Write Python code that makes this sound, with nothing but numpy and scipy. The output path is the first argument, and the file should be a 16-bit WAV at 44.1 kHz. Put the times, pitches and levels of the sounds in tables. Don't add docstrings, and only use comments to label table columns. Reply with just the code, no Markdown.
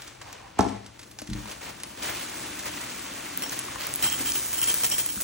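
import sys
import numpy as np
from scipy import signal
from scipy.fft import rfft, irfft, next_fast_len
from scipy.io import wavfile
from scipy.ndimage import uniform_filter1d

SR = 44100
rng = np.random.default_rng(int(sys.argv[2]) if len(sys.argv) > 2 else 0)


def generate_wav(signal):
    frames = np.transpose(np.atleast_2d(signal))
    scaled = np.clip(frames, -1, 1) * 32767
    pcm = np.round(scaled).astype(np.int16)
    wavfile.write(sys.argv[1], SR, pcm)


def boost(x):
    u = np.asarray(x, float) / 20
    return 10 ** u


N = 230978
SIZE = next_fast_len(N + SR)
HZ = np.maximum(np.arange(SIZE // 2 + 1) * SR / SIZE, 1)


def rms_one(x):
    return x / np.sqrt(np.mean(x ** 2) + 1e-20)


def in_time(rows):
    s, *columns = np.transpose(rows)
    return [np.interp(np.arange(N) / SR, s, c) for c in columns]


def at_hz(points, hz):
    table_hz, value = np.array(points).T
    return np.interp(np.log(hz), np.log(table_hz), value)


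def drift(rate_hz):
    r = np.exp(-80 * np.pi * rate_hz / SR)
    slow = signal.lfilter([1], [1, -2 * r, r * r], rng.standard_normal(N // 40 + 2002))[2000:]
    return np.interp(np.arange(N) / 40, np.arange(len(slow)), rms_one(slow))


def ring(clicks, hz, t60_s):
    r, w = boost(-60 / (t60_s * SR)), 2 * np.pi * hz / SR
    return signal.lfilter([0, np.sin(w)], [1, -2 * r * np.cos(w), r * r], clicks + 1e-18)


def coloured(spectrum):
    noise = rfft(rng.standard_normal(SIZE))
    return rms_one(irfft(noise * boost(at_hz(spectrum, HZ)), SIZE)[:N])


def swell(s, length_s, rise_s, fall_s):
    t = np.arange(N) / SR - s
    return np.clip(t / rise_s, 0, 1) * np.exp(-np.maximum(t - length_s, 0) / fall_s)


def thump(blows, modes, damping, slap_db):
    push = np.zeros(N)
    for s, db, cut_hz in blows:
        step = 2 * np.pi * cut_hz / SR
        span = np.arange(2000) * step
        push[round(s * SR):][:2000] += boost(db) * span * np.exp(-span) * step
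    body = np.zeros(N)
    for sign, (hz, db, t60_s) in zip(rng.choice([-1, 1], len(modes)), modes):
        body += sign * boost(db) * ring(push, hz, t60_s * damping)
    return body + boost(slap_db) * np.gradient(push)


# start_s, hum_db, shift_db
RUMBLE = [(0.0, -55.5, -57), (0.9, -58, -56), (2.42, -55, -45.5), (3.17, -57, -46), (4.24, -50, -46.5),
          (5.24, -57.5, -51.5)]
# pitch_hz, level_db (per Hz)
HUM = [(25, -25), (45, 1), (62, 4.5), (85, -5.5), (125, 0.5), (170, -29), (300, -50)]


def refrigerator():
    hum_db, _ = in_time(RUMBLE)
    return boost(hum_db - 0.5) * coloured(HUM)


# start_s, level_db
SWING = [(0, -72), (.2, -71), (.27, -43.5), (.32, -54), (.38, -53), (.45, -49), (.5, -57), (.56, -95)]
# pitch_hz, level_db (per Hz)
MOUTH = [(400, -47), (700, -6.5), (860, -8), (1050, -9), (1600, -35)]


def carton_swing():
    return boost(in_time(SWING)[0]) * coloured(MOUTH)


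# start_s, blow_db, contact_cut_hz
CARTON_BLOWS = [
    (.572, -39, 900),
    (.5895, -26, 6100),
    (.592, -9, 1520),
    (.607, -13.5, 910),
    (.636, -26, 890),
    (.65, -26, 880),
]
# pitch_hz, level_db, t60_s
CARTON = [(101.6, -10.5, 1), (193, -7, 0.5), (212, -20, 0.22), (282, -3.5, 0.42), (428, -6, 0.57),
          (530, -16, 0.66), (684, 5.5, 0.17), (780, -23, 0.23), (855, 1.5, 0.22), (986, 4.5, 0.075),
          (1274, -10, 0.18), (1335, -9, 0.57), (1460, -23, 0.11), (1750, -7.5, 0.2)]


def carton_landing():
    return thump(CARTON_BLOWS, CARTON, damping=0.14, slap_db=23.0)


# pitch_hz, level_db (per Hz)
SHIFT = [(90, -24), (160, -5.5), (230, -4), (290, 2.5), (380, -5), (520, -41), (800, -21.5)]


def bag_shift():
    _, shift_db = in_time(RUMBLE)
    flicker_db = 1.5 * drift(16)
    return boost(shift_db + flicker_db) * coloured(SHIFT)


# start_s, blow_db, contact_cut_hz
PALM_BLOWS = [
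    (1.222, -52, 910),
    (1.29, -32, 300),
    (1.312, -26, 240),
    (1.352, -32.5, 400),
    (1.385, -40, 400),
    (4.2, -51, 600),
    (5.168, -37, 296),
]
# pitch_hz, level_db, t60_s
SACK = [(59.7, 4, 0.36), (126, -1.5, 0.43), (205, -5, 0.42), (212, 4.5, 0.36), (300, 2, 0.38),
        (670, -10, 0.14)]


def palm_catch():
    return thump(PALM_BLOWS, SACK, damping=0.33, slap_db=-1.0)


# start_s, level_db, pitch_hz
CLUMPS = [(0.2157, -43, 900), (1.188, -32.5, 796), (1.219, -29.5, 616), (1.222, -33.5, 300),
          (1.457, -29, 960), (3.685, -26, 1130), (3.759, -22.5, 1050), (3.874, -29, 1210),
          (4.206, -25, 282), (4.9, -71, 1300), (5.176, -30.5, 1380)]


def clumps():
    out = np.zeros(N)
    for s, db, hz in CLUMPS:
        click = np.arange(N) == round(s * SR)
        out += ring(boost(db) * click, hz, 17.5 / hz)
    return out


# start_s, length_s, clatter_db, bowl_ring_db
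SLIPS = [(0.212, 0.011, -36, -88), (0.582, 0.045, -30, -90), (1.471, 0.053, -33.5, -98),
         (1.605, 0.1, -34.5, -94), (1.971, 0.039, -35.5, -93), (2.018, 0.084, -26, -101),
         (2.653, 0.03, -29, -95), (2.722, 0.019, -38.5, -93), (2.804, 0.036, -34.5, -93),
         (2.893, 0.021, -32, -90), (3.42, 0.029, -31.5, -37.5), (3.517, 0.018, -29, -61),
         (3.63, 0.011, -40, -57), (3.798, 0.083, -31, -52), (4.023, 0.044, -25, -31),
         (4.073, 0.066, -44, -40), (4.186, 0.031, -31.5, -55), (4.257, 0.036, -31.5, -34.5),
         (4.353, 0.004, -33, -36.5), (4.529, 0.016, -33, -41), (4.58, 0.0056, -61, -37),
         (4.615, 0.023, -36, -35.5), (4.671, 0.035, -32, -35.5), (4.832, 0.019, -30, -33.5),
         (4.913, 0.026, -36.5, -35), (4.98, 0.019, -33.5, -44), (5.087, 0.014, -43, -39),
         (5.202, 0.013, -37.5, -67)]
# pitch_hz, level_db
GRAIN = [(400, -32), (600, -1), (1200, -7.5), (2500, -3.5), (4200, -7), (6000, -6.5), (9000, 0),
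         (12000, -5), (15500, 6.5)]
# start_s, level_db
STIR = [(0, -46), (.18, -53.5), (.3, -47.5), (.55, -53.5), (.65, -43.5), (.9, -56), (1.24, -59.5),
        (1.38, -46), (1.79, -49), (1.94, -49), (2.14, -38), (2.54, -41.5), (3.3, -41), (3.92, -39.5),
        (4.2, -37), (4.78, -37), (5.09, -41.5), (5.24, -45.5)]
# start_s, top_db
CRISP = [(0, -4), (.8, -25), (1.0, -3.5), (1.9, -3), (2.2, 0.5), (3.9, -2), (4.3, 11), (5.24, 19.5)]


def rustle(per_s, size_db, cycles, clump_db):
    (level_db,), (top_db,) = in_time(STIR), in_time(CRISP)
    level_db = level_db - 0.48 * np.maximum(top_db, 0)
    body_db = -5 - 0.77 * (level_db - level_db.mean())
    heaps = np.zeros(N)
    for s, length_s, db, _ in SLIPS:
        shape = swell(s, length_s, rise_s=0.0011 + 0.078 * length_s, fall_s=0.017)
        heaps += (boost(db) * shape) ** 2
    level = np.sqrt(boost(level_db + 8.5) ** 2 + heaps) * boost(clump_db * drift(24.0) - 15.0)

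    sizes = boost(size_db * np.minimum(rng.exponential(1, (2, N)), 2.6))
    sizes = sizes * rng.choice([-1, 1], (2, N))
    contacts = sizes * (rng.random((2, N)) < per_s / SR)
    dealt, out = rng.integers(0, 30, (2, N)), 0
    for k, hz in enumerate(np.geomspace(420, 16000, 30)):
        top = np.clip(np.log2(hz / 5000), 0, 1)
        body = np.clip(np.log2(1600 / hz) / 2.1, 0, 1)
        patchy_db = 1.82 * drift(11.8)
        tone_db = patchy_db + at_hz(GRAIN, hz) + top * top_db + body * body_db
        out = out + boost(tone_db) * rms_one(ring(contacts * (dealt == k), hz, cycles / hz))
    return signal.sosfilt(signal.cheby2(12, 40, 16500, fs=SR, output="sos"), level * out)


# pitch_hz, level_db, t60_s
BOWL = [(2830, 0, .03), (3000, 4, .03), (3170, 5, .08), (3900, -7, .05), (5555, 0, .065), (7385, -6, .06),
        (8400, -4, .07), (9990, -2, .07), (11750, -1, .05), (12400, -5, .05), (13100, -4, .06),
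        (13380, -5, .06), (15685, -2, .13)]


def bowl(per_s, spread_db):
    taps = (rng.random(N) < per_s / SR) * rng.standard_normal(N)
    taps[[round((s + .002) * SR) for s, *_ in SLIPS]] = 1.9
    favour, out = rng.normal(0, 1, (len(SLIPS), len(BOWL))), np.zeros(N)
    shapes = np.array([swell(s, length_s, rise_s=0.0019, fall_s=0.0099) for s, length_s, *_ in SLIPS])
    ring_db = np.array(SLIPS)[:, -1]
    for k, (hz, level_db, t60_s) in enumerate(BOWL):
        tilt_db = 5.5 * np.log2(hz / 6000)
        gains = boost(ring_db + level_db + tilt_db + spread_db * favour[:, k] - 4.5)
        out += ring(taps * (gains @ shapes), hz, t60_s * 0.7)
    return out


def cracks(rows, cycles, crack_db, body_db, body_hz, body_s):
    out, span = np.zeros(N + 1400), np.arange(1400) / SR
    body = signal.butter(2, [700, body_hz], "band", fs=SR, output="sos")
    for (s, db, hz), (a, b) in zip(rows, rng.random((len(rows), 2))):
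        crack = np.sin(2 * np.pi * hz * span) * (1 - np.exp(-span * hz)) * boost(-60 * span * hz / cycles)
        rebound = (.2 + .4 * a) * np.roll(crack, int((.0003 + .0008 * b) * SR))
        crack = min(hz / 10000, 1) * crack + rebound
        knock = signal.sosfilt(body, rng.standard_normal(1400) * boost(-60 * span / body_s))
        knock_db = body_db + 0.5 * db - 2.5 * np.log2(hz / 7000)
        out[round(s * SR):][:1400] += boost(db + crack_db) * crack + boost(knock_db) * knock
    return out[:N]


# start_s, peak_db, pitch_hz
SNAPS = [(0.0193, -17.5, 6260), (0.0733, -25, 12500), (0.0783, -19.5, 7760), (0.2155, -24, 6640),
         (0.3277, -14.5, 14600), (0.5903, -3.5, 8100), (0.6069, -4.5, 5580), (0.6858, -20.5, 3870),
         (0.844, -45, 3000), (0.8624, -26.5, 4180), (0.9923, -21, 4930), (1.015, -29, 10300),
         (1.0295, -30, 2920), (1.0753, -51, 6240), (1.1128, -25, 12200), (1.1878, -13, 5430),
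         (1.1962, -20, 7400), (1.218, -13, 10700), (1.2731, -25, 4860), (1.2998, -25, 5300),
         (1.3325, -15, 4020), (1.457, -30, 2970), (1.4898, -49, 6400), (1.5125, -19, 3000),
         (1.5234, -28, 7160), (1.801, -18, 10500), (1.8345, -3.5, 10300), (2.5928, -7, 10700),
         (2.9935, -15, 9400), (3.0309, -26, 12800)]


def film_snaps():
    return cracks(SNAPS, cycles=10.3, crack_db=-0.5, body_db=-25.0, body_hz=9100, body_s=0.06)


def strays():
    a, b, c = rng.random((44, 3)).T
    start_s = 3.33 + (5.23 - 3.33) * a ** .7
    peak_db = -34 + (2 * b - 1)
    pitch_hz = 7000 + (15000 - 7000) * np.sqrt(c)
    return np.transpose([start_s, peak_db, pitch_hz])


# start_s, peak_db, pitch_hz
LANDINGS = [(3.3748, -4.5, 14600), (3.4218, -15, 3240), (3.4957, -14, 6640), (3.5912, -10, 10100),
            (3.5964, -14, 10100), (3.6511, -22, 7100), (3.8098, -16, 4060), (3.8694, -8.5, 13000),
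            (3.9393, -8, 10200), (3.9513, -16, 12000), (3.959, -5, 13500), (4.0265, -23, 9800),
            (4.1003, -14, 7150), (4.1275, -8, 13500), (4.1957, -19, 10000), (4.3198, -8.5, 5830),
            (4.353, -13, 12500), (4.4842, -33, 12100), (4.5295, -29, 13400), (4.6162, -5, 10300),
            (4.6304, -11, 10900), (4.6418, -7, 7000), (4.684, -22, 10400), (4.7425, 0, 14500),
            (4.8688, -30, 11200), (4.9007, -10, 9000), (5.0624, -2, 14000), (5.0901, -14, 12700),
            (5.2039, -16, 11000), (5.2196, -11, 10400)]


def flake_landings():
    rows = [*LANDINGS, *strays()]
    return cracks(rows, cycles=6.6, crack_db=14.0, body_db=-27.5, body_hz=4660, body_s=0.0094)


# pitch_hz, t60_s
ROOM_T60 = [(60, 0.64), (600, 0.45), (4000, 0.4), (10000, 0.68), (16000, 0.082)]


def kitchen():
    t60_s, out = at_hz(ROOM_T60, HZ), 0
    for k, lag_s in enumerate(rng.uniform(.017, .083, 20)):
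        loop = boost(-60 * lag_s / t60_s) * np.exp(-2j * np.pi * HZ * lag_s)
        out = out + (-1) ** k * loop / (1 - loop)
    return out


def smeared(x):
    knots_hz = np.arange(0, SR, 700)
    turns = np.interp(HZ, knots_hz, rng.random(len(knots_hz)))
    return irfft(rfft(x, SIZE) * np.exp(2j * np.pi * turns), SIZE)[:N]


def sideways(x):
    return irfft(-1j * rfft(x, SIZE), SIZE)[:N]


# pitch_hz, level_db
PORT_SIDE = [(60, -10.5), (200, -9.5), (380, -3.5), (700, 5), (1290, -7), (2000, -9.5), (2900, -3.5),
             (4200, -3), (5200, 1.5), (6100, -10.5), (8000, 2.5), (10200, 7.5), (14000, 11), (15500, 5.5)]
# pitch_hz, level_db
PORT_LEAN = [(60, -0.5), (110, 11), (200, 3.5), (380, 11), (700, 5), (1290, 1), (2380, 1), (4400, 0.0),
             (8120, 0.5), (15000, 0.5)]


def ports(direct, other, rooms, wet_db):
    mid = rfft(direct, SIZE) * (1 + boost(wet_db) * rooms[0])
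    other = rfft(other, SIZE) * (1 + boost(wet_db) * rooms[1])
    k = boost(at_hz(PORT_SIDE, HZ))
    balance = np.tanh(at_hz(PORT_LEAN, HZ) * np.log(10) / 20)
    lean = np.clip((1 + k * k) / (2 * k) * balance, -.98, .98)
    side = k * (lean * mid + np.sqrt(1 - lean ** 2) * other)
    return irfft(np.array([mid + side, mid - side]) / np.sqrt(1 + k * k), SIZE)[:, :N]


def scene():
    rooms = kitchen(), kitchen()
    far = refrigerator() + carton_swing() + carton_landing()
    far = ports(far, smeared(far), rooms, wet_db=-15.0)
    flakes = rustle(per_s=13000, size_db=4.2, cycles=7.0, clump_db=.8)
    solid = bag_shift() + palm_catch() + bowl(per_s=700, spread_db=2.0)
    near = ports(flakes[0] + solid, flakes[1] + smeared(solid), rooms, wet_db=-19.0)
    sharp = clumps() + film_snaps() + flake_landings()
    return far + near + ports(sharp, sideways(sharp), rooms, wet_db=-18.5)


# pitch_hz, level_db
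TOP_DROP = [(15850, 0), (15950, -90)]
# from_hz, to_hz, chance (0-1)
SUM_KEEP = [(9700, 10300, .7), (10300, 10900, .2), (10900, 13600, 0), (13600, 14300, .2),
            (14300, 15000, .6), (15000, 15900, .9)]
# from_s, to_s
KEPT = [(0.014, 0.025), (0.069, 0.081), (0.324, 0.333), (0.586, 0.618), (0.985, 1.038), (1.074, 1.154),
        (1.17, 1.228), (1.267, 1.314), (1.514, 1.546), (3.37, 3.424), (3.489, 3.538), (3.588, 3.601),
        (3.791, 3.823), (3.866, 3.874), (3.89, 3.915), (3.947, 3.986), (3.999, 4.026), (4.191, 4.199),
        (4.474, 4.492), (4.868, 4.908), (5.208, 5.238)]


def thinned(x):
    both = rfft(np.array([x[0] + x[1], x[0] - x[1]]) / 2, SIZE) * boost(at_hz(TOP_DROP, HZ))
    mid, side = irfft(both, SIZE)[:, :N]
    luck = rng.random(N // 1024 + 1)
    for low_hz, high_hz, chance in SUM_KEEP:
        draw = (luck + rng.random(len(luck))) / 2
        lost = draw > .5 + np.arcsin(2 * chance - 1) / np.pi
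        lost = uniform_filter1d(np.repeat(1. * lost, 1024)[:N], size=300)
        mid = mid - lost * irfft(both[0] * (HZ >= low_hz) * (HZ < high_hz), SIZE)[:N]
    t = np.arange(N) / SR
    kept = uniform_filter1d(sum(1. * (t > a) * (t < b) for a, b in KEPT), size=200)
    return kept * x + (1 - kept) * np.array([mid + side, mid - side])


def roll_off(x):
    return signal.sosfilt(signal.butter(12, 17140, fs=SR, output="sos"), x)


def record(dry):
    low_cut = signal.butter(4, 56, "high", fs=SR, output="sos")
    high_cut = signal.cheby2(12, 60, 17100, fs=SR, output="sos")
    mix = thinned(signal.sosfilt(np.vstack([low_cut, high_cut]), dry))
    return roll_off(mix)


dry = scene()
out = record(dry)
generate_wav(out)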